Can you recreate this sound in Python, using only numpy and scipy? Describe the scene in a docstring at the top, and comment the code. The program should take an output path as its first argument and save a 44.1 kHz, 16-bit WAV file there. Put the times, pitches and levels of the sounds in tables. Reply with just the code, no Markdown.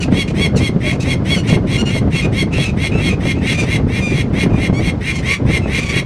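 """From the first moment wind buffets the microphone over a faint town wash, and a peregrine falcon
scolds from a rooftop: even, harsh kaks, membrane pulses ringing through its windpipe. A second
falcon squawks in between, and close concrete walls answer both. Just before the one-second mark
a brief low hoot sounds far off. Then the kaks grow hoarser and the squawks stretch into wails."""
import sys
import numpy as np
from scipy import signal
from scipy.fft import rfft, irfft, next_fast_len
from scipy.io import wavfile
from scipy.ndimage import uniform_filter1d, map_coordinates

SR = 44100
rng = np.random.default_rng(int(sys.argv[2]) if len(sys.argv) > 2 else 0)


def generate_wav(signal):
    """Clip the signal to [-1, 1] and save it as 16-bit WAV at the path in sys.argv[1]."""
    frames = np.transpose(np.atleast_2d(signal))
    scaled = np.clip(frames, -1, 1) * 32767
    pcm = np.round(scaled).astype(np.int16)
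    wavfile.write(sys.argv[1], SR, pcm)


N = 266948

# tone of the distant town: freq_hz, level_db
TOWN_SPECTRUM = [(200, -2), (1000, -2), (2500, -16), (5000, -20), (9000, -35.5), (15000, -56)]
# path of the hoot: time_s, pitch_hz, level_db
HOOT_PATH = [(.82, 635, -54), (.845, 623, -29), (.875, 590, -23), (.905, 618, -36), (.935, 700, -32),
             (.965, 746, -37)]
# fader ride of the wind: time_s, level_db
WIND_RIDE = [(0.0, -20.5), (0.13, -12), (0.2, -18.5), (0.64, -14), (0.66, -18), (1.38, -15.5), (1.55, -14),
             (1.63, -15.5), (3.42, -15.5), (3.52, -18.5), (3.89, -12.5), (3.94, -16.5), (4.15, -14),
             (4.41, -17), (4.45, -14), (5.06, -18.5), (5.07, -22.5), (5.26, -16), (5.39, -26),
             (5.44, -12.5), (5.83, -20), (6.05, -21)]
# tone of the wind's low rumble: freq_hz, level_db
RUMBLE_SPECTRUM = [(15, -26), (28, -19), (48, -5.5), (80, 0), (130, 1.5), (190, -1.5), (260, -7.5),
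                   (400, -21.5), (800, -49), (4000, -110)]
# tone of the wind's flutter: freq_hz, level_db
FLUTTER_SPECTRUM = [(100, -48), (200, -2), (280, -0.5), (400, -4), (600, -11), (900, -20), (1500, -27.5),
                    (3000, -40), (6000, -66), (12000, -78)]
# hardest hits of wind: time_s, gain_db, puff_relative_db
WIND_HITS = [(.125, -0.5, -9), (.412, -6.5, -9), (0.549, -3.5, -8), (.565, -4, -6), (0.631, -5.5, -23),
             (.695, -9, -5), (.763, -1, -12), (1.529, 3, -10.5), (1.563, -2, -19), (1.829, -5.5, -3.5),
             (1.965, -5, -4.5), (2.015, -7.5, -6.5), (2.043, -10, -15), (2.583, -7, -0.5),
             (2.768, -13, -22), (2.954, -1.5, -10), (3.255, -4, -6.5), (3.586, -11.5, -1), (3.87, -6, -16),
             (4.12, -2, -13), (4.151, -2.5, -22), (4.312, -6, -13), (4.435, -5.5, -7.5), (4.462, -4.5, -10),
             (4.545, -0.5, -10.5), (4.699, -2, -10), (4.73, -2, -9.5), (4.804, -7, -19), (4.875, -4, -7),
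             (5.453, -2.5, -11), (5.66, -6.5, -5), (5.849, -7, -26), (5.965, -9, -5.5)]
# decay of the echo off the concrete: freq_hz, t60_s
WALL_DECAY = [(300, 0.22), (2200, 0.16), (6000, 0.14), (12000, 0.089)]
# throat resonances of the second falcon: freq_hz, gain_db
THROAT_EQ = [(600, -41), (1080, -3.5), (1350, -11), (1750, -1.5), (2450, 4.5), (2900, 2), (3500, -6.5),
             (4300, -6), (5100, -11), (6200, -8), (7500, -13), (9500, -19), (12000, -34.5), (15800, -43)]
# the second falcon's cries: start_s, length_s, top_pitch_hz, top_at_share, pitch_fall_share,
# level_db, accent_at_share, roughness_share, brightness_db
CRY_CUES = [(0, 0.058, 1467, 0.33, 0.23, -21, 0.01, 0.39, 3.5),
            (0.271, 0.049, 1214, 0.1, 0.1, -27, 0.15, 0.7, 1),
            (0.553, 0.052, 1450, 0.18, 0.26, -26.5, 0.5, 0.24, 12.5),
            (0.917, 0.052, 1286, 0.4, 0.041, -27.5, 0.2, .8, 5),
            (0.996, 0.055, 1294, 0.39, 0.062, -27.5, 0.32, 0.4, 8.5),
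            (1.348, .075, 1514, 0.17, .085, -25, 0.2, 0.2, 2.5),
            (1.466, 0.055, 1403, 0.38, 0.072, -24.5, 0.54, .55, 3),
            (1.774, 0.056, 1430, .55, 0.016, -20, 0.37, 0.18, 1.5),
            (1.847, 0.081, 1413, 0.3, 0.031, -25, .38, 0.28, 0.5),
            (2.115, 0.077, 1365, 0, 0.053, -25, 0.36, 0.45, -3),
            (2.203, 0.074, 1267, 0, 0.068, -24, 0.37, 0.37, -2),
            (2.508, 0.089, 1360, 0.66, 0.043, -25.5, 0.58, 0.38, -3),
            (2.609, .11, 1335, 0, 0.12, -24, 0.38, 0.28, -1),
            (2.91, .13, 1328, 0.4, 0.0084, -25, 0.51, 0.2, -7.5),
            (3.084, .072, 1247, 0, 0.043, -24, 0.52, 0.36, -4),
            (3.339, 0.097, 1318, 0.6, .01, -37.5, .4, 0.42, -5),
            (3.46, 0.2, 1285, 0.08, 0.12, -22, 0.69, 0.36, 1),
            (3.992, 0.19, 1226, .18, 0.067, -24, 0.33, 0.14, -1),
            (4.487, 0.12, 1230, 0.33, 0.054, -35, 0.63, 0.28, -4),
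            (4.725, 0.091, 1133, 0.67, .01, -28, 0.62, 0.03, 0),
            (5.113, 0.11, 1116, .05, 0.079, -27, 0.44, 0.33, 2),
            (5.251, .13, 1157, 0.8, .02, -20, 0.53, 0.12, -3),
            (5.608, 0.085, 1304, .35, 0.043, -34, 0.4, 0.3, -6),
            (5.729, 0.21, 1198, 0.1, 0.07, -21.5, 0.83, 0.31, 0.5)]
# windpipe resonances of the scolding falcon: centre_hz, width_hz, gain_db
WINDPIPE_RESONANCES = [(1090, 100, -15), (1860, 380, -6), (2124, 180, 2.5), (2398, 190, 2.5),
                       (2800, 153, 3), (3364, 121, 0.5), (3933, 190, -4), (4360, 170, -22.5),
                       (4396, 144, -9.5), (4900, 110, -15), (5520, 550, -16), (6180, 370, -15.5),
                       (6820, 250, -20.5), (7400, 560, -28.5), (8300, 400, -17), (9030, 370, -22),
                       (10200, 870, -24), (11550, 900, -35), (13200, 2500, -43)]
# the scolding falcon's kaks: end_s, top_pitch_hz, level_db, brightness_db, roughness_share, length_ratio
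KAK_CUES = [(0.238, 1120, -18.5, 2.5, .31, 0.93), (.475, 1120, -17.5, 1.3, 0.18, 0.97),
            (.693, 1101, -20, 2.5, 0.25, 0.93), (.925, 1117, -18.5, -1.5, 0.44, 0.92),
            (1.149, 1108, -18.5, 1, 0.31, 0.86), (1.364, 1120, -17, 2.5, 0.17, 0.86),
            (1.568, 1100, -21, -0.5, 0.4, 1.0), (1.777, 1107, -20, 2, 0.37, 0.82),
            (1.999, 1094, -22, 1.5, 0.3, 1), (2.218, 1098, -20.5, 2, 0.32, 0.85),
            (2.437, 1100, -18, 1.5, 0.24, 0.86), (2.655, 1108, -21, 3, .55, 0.95),
            (2.888, 1091, -19.5, 0, 0.43, 0.91), (3.105, 1095, -20, 2.5, 0.45, 0.99),
            (3.333, 1084, -20.5, 0.5, 0.51, 1.0), (3.545, 1070, -17.5, 0, 0.62, 0.98),
            (3.777, 1073, -18.5, -1.5, 0.53, 1.0), (4.008, 1081, -22, -2, 0.73, 0.99),
            (4.228, 1096, -21, -0.5, 0.49, 0.98), (4.452, 1083, -19, -1.5, 0.61, 0.92),
            (4.683, 1079, -21, -1, .51, 0.97), (4.912, 1097, -21.5, -0.5, 0.49, 0.97),
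            (5.127, 1069, -18.5, -3, 0.7, 0.92), (5.357, 1074, -16, -2, 0.47, 1.0),
            (5.591, 1074, -18, -1.5, 0.45, 0.99), (5.805, 1077, -17.5, -2.5, 0.63, 0.99),
            (6.012, 1113, -17, -2, 0.63, 0.95)]


def amp(db):
    """Decibels to gain."""
    return 10 ** (np.asarray(db) / 20)


def unit(x):
    """Scale to rms 1."""
    return x / np.sqrt(np.mean(x ** 2) + 1e-20)


def along(points, hz):
    """Read (freq_hz, value) points on a log frequency axis."""
    freqs, values = np.transpose(points)
    return np.interp(np.log(hz + 1), np.log(freqs), values)


def curves(rows, t):
    """Each column after the time, read at the times t."""
    times, *columns = np.transpose(rows)
    return [np.interp(t, times, column) for column in columns]


def wobble(rate, size):
    """A smooth random curve, rate knots a second."""
    at = np.arange(size) * rate / SR
    return map_coordinates(rng.standard_normal(4096), [at], mode='wrap')


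def colour(x, points):
    """EQ x with (freq_hz, gain_db) points and scale to rms 1."""
    size = next_fast_len(len(x) + 4096)
    gain = amp(along(points, np.fft.rfftfreq(size, 1 / SR)))
    return unit(irfft(rfft(x, size) * gain, size)[:len(x)])


def town():
    """A steady, dull bed of noise from the distant town."""
    return amp(-40) * colour(rng.standard_normal(N), TOWN_SPECTRUM)


def hoot():
    """A faint hollow tone that sags and lifts again."""
    t = np.arange(N) / SR
    hz, db = curves(HOOT_PATH, t)
    sounding = (t > HOOT_PATH[0][0]) & (t < HOOT_PATH[-1][0])
    return sounding * amp(db) * np.sqrt(2) * np.sin(2 * np.pi * np.cumsum(hz) / SR)


def wind():
    """Eddies on the microphone: a swelling rumble under quick bursts of flutter."""
    ride_db, = curves(WIND_RIDE, np.arange(N) / SR)
    eddies_db = 1.42 * wobble(26, N)
    rumble = colour(rng.standard_normal(N), RUMBLE_SPECTRUM)
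    # level the rumble so that gusts and eddies set its slow swells
    rumble /= np.sqrt(np.abs(uniform_filter1d(rumble ** 2, size=3000)) + .047)
    rumble = unit(rumble * amp(eddies_db))
    flutter = colour(rng.standard_normal(N), FLUTTER_SPECTRUM)
    flutter = unit(flutter * amp(1.2 * eddies_db + 3.2 * wobble(70, N)))
    return amp(ride_db) * (amp(-.5) * rumble + amp(-7) * flutter)


def buffets():
    """Hard eddies shove the diaphragm: each a low thump with a puff of flutter."""
    out = np.zeros(N)
    t = np.arange(SR // 16) / SR
    for time_s, db, puff_db in WIND_HITS:
        eddy_hz = 160 * np.exp(.237 * rng.standard_normal())
        thump = np.sin(2 * np.pi * eddy_hz * t) * np.exp(-t / .008)
        puff = amp(puff_db) * colour(rng.standard_normal(len(t)), FLUTTER_SPECTRUM) * np.exp(-t / .0072)
        attack = 1 - np.exp(-t / .0007)
        out[round((time_s - .002) * SR):][:len(t)] += amp(db) * (thump + puff) * attack
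    return out


def walls(x):
    """Near concrete throws back a short diffuse tail whose treble dies first."""
    hz, t, noise = signal.stft(rng.standard_normal(SR // 2), SR, nperseg=256)
    decay = amp(-60 * t / along(WALL_DECAY, hz)[:, None])
    tail = signal.istft(noise * decay, SR, nperseg=256)[1]
    return signal.fftconvolve(x, amp(-9) * tail / np.linalg.norm(tail))[:N]


def syrinx(pitch, rough, jitter, rasp, hiss, noisy_hz):
    """Membrane pulses; when rough they stumble, beat in groups of about four and chop air into noise."""
    size = len(pitch)
    rough = np.clip(rough, 0, 1)
    phase = 2 * np.pi * np.cumsum(pitch * (1 + jitter * rough * wobble(452.9, size))) / SR
    pulses = unit(sum(np.cos(k * phase) for k in range(1, 15)))
    # the uneven groups put side tones between the harmonics
    grouping = phase / 4 + 2 * np.pi * np.cumsum(14 * wobble(80, size)) / SR
    beat = np.cos(grouping) + .55 * np.cos(2 * grouping + rng.uniform(0, 2 * np.pi))
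    pulses = unit(pulses * (1 + rasp * rough * (beat + .55 * wobble(599.2, size))))
    air = unit(rng.standard_normal(size) * (1 + .38 * np.cos(phase)) * (1 + .05 * np.cos(grouping)))
    hz, at, (pulses, air) = signal.stft([pulses, air], SR, nperseg=256)
    # the high overtones break up into noise first
    blur = np.interp(at * SR, np.arange(size), rough) ** 1.5 * (hiss + (hz[:, None] / noisy_hz) ** 2)
    clean = np.exp(-blur)
    return signal.istft(np.sqrt(clean) * pulses + np.sqrt(1 - clean) * air, nperseg=256)[1][:size]


def wailing_falcon():
    """Squawks lengthen into quavering wails; each arches in pitch and is clearest at its accent."""
    attack_s, release_s, accent_s = .014, .02, .029
    out = np.zeros(N + SR)
    for start, length, top_hz, top_at, fall, db, accent_at, accent_rough, bright_db in CRY_CUES:
        t = np.arange(int(length * SR)) / SR
        top_s = np.clip(top_at, .01, .95) * length
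        rising = np.maximum(1 - t / top_s, 0)
        falling = np.maximum(t - top_s, 0) / (length - top_s)
        pitch = top_hz * (1 - 1.1 * top_s * rising ** 1.4 - fall * falling ** 1.5)
        off_accent = 1 - np.exp(-((t - accent_at * length) / accent_s) ** 2)
        rough = accent_rough + .217 * off_accent
        quaver = 1 + .05 * rough * wobble(140, len(t))
        source = syrinx(pitch * quaver, rough, jitter=.026, rasp=1.3, hiss=.7, noisy_hz=4800)
        voice = colour(colour(source, THROAT_EQ), [(2700, 0), (4200, bright_db)])
        # the throat is tuned to the second harmonic
        voice = colour(voice, [(1.6 * pitch.mean(), 0), (2 * pitch.mean(), 3), (2.4 * pitch.mean(), 0)])
        catches = amp(5 * rough * wobble(100, len(t)))
        gate = np.minimum(t / attack_s, 1) * np.minimum((length - t) / release_s, 1)
        out[round(start * SR):][:len(t)] += amp(db - 5 * off_accent) * gate * unit(voice * catches)
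    return out[:N]


def windpipe(source, beak_ratio, beak_hz=6000):
    """Narrow tube resonances; those below about beak_hz rise as the beak opens."""
    hz, at, spectrum = signal.stft(source, SR, nperseg=640, noverlap=480)
    reach = 1 / (1 + (hz[:, None] / beak_hz) ** 4)
    warped_hz = hz[:, None] / np.interp(at * SR, np.arange(len(source)), beak_ratio) ** reach
    power = sum(amp(db) ** 2 / (1 + 2 * ((warped_hz - centre) / width) ** 2) ** 2
                for centre, width, db in WINDPIPE_RESONANCES)
    return signal.istft(spectrum * np.sqrt(power), nperseg=640, noverlap=480)[1][:len(source)]


def scolding_falcon():
    """Each kak swells out of a rasp, clears at the top of its pitch arch and stops short."""
    # envelope at length ratio 1; times count back from the kak's end
    onset_s, crest_s, cut_s = .128, .046, .012
    attack_db_per_s, swell_db_per_s, release_db_per_s = 1100, 194, 1200
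    out = np.zeros(N + SR)
    t = np.arange(int(-.19 * SR), int(.03 * SR)) / SR
    for end_s, top_hz, db, bright_db, rough, length_ratio in KAK_CUES:
        to_end = -t / length_ratio
        to_crest = np.maximum(to_end - crest_s, 0)
        envelope_db = -(attack_db_per_s * np.maximum(to_end - onset_s, 0)
                        + swell_db_per_s * to_crest
                        + release_db_per_s * np.maximum(cut_s - to_end, 0))
        onset = np.minimum(to_crest / (onset_s - crest_s), 1.3)  # falls to 0 at the crest
        closing = np.clip(1 - to_end / crest_s, 0, 1.3)
        # hoarse kaks hold their pitch better, clear ones drop
        drop = .106 * max(1 - .95 * rough, .13)
        pitch = top_hz * (1 - .14 * onset ** 1.4 - drop * closing ** 1.585)
        source = syrinx(pitch, rough + .68 * onset, jitter=.02, rasp=1.9, hiss=.8, noisy_hz=5000)
        # the beak starts half shut, opens, then closes a little on the note
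        beak_ratio = 1 - .14 * onset ** 2.15 - .026 * closing ** 2
        # brightness lifts the third harmonic and all above it
        tilt = [(2200, 0), (2700, .38 * bright_db - 2.5), (3250, 1.3 * bright_db - .5),
                (5500, .81 * bright_db), (9000, bright_db + 2), (13000, .61 * bright_db + 1)]
        voice = colour(windpipe(source, beak_ratio), tilt)
        kak = voice * amp(db + envelope_db) * signal.windows.tukey(len(t), .2)
        out[max(0, round((end_s + t[0]) * SR)):][:len(t)] += kak
    return out[:N]


def scene():
    """Both falcons and their echo over town, hoot and wind, mixed in mono."""
    birds = scolding_falcon() + wailing_falcon()
    mono = town() + hoot() + walls(birds) + wind() + buffets() + birds
    return np.array([mono, mono])


def record(dry):
    """A soft clip rounds off the highest peaks, then a brick-wall low-pass trims the top."""
    cutoff_hz = 15750
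    rounded = dry / (1 + np.abs(dry) ** 8) ** (1 / 8)
    size = next_fast_len(N + 4096)
    passband = np.fft.rfftfreq(size, 1 / SR) < cutoff_hz
    return irfft(rfft(rounded, size) * passband, size)[:, :N]


dry = scene()
out = record(dry)
generate_wav(out)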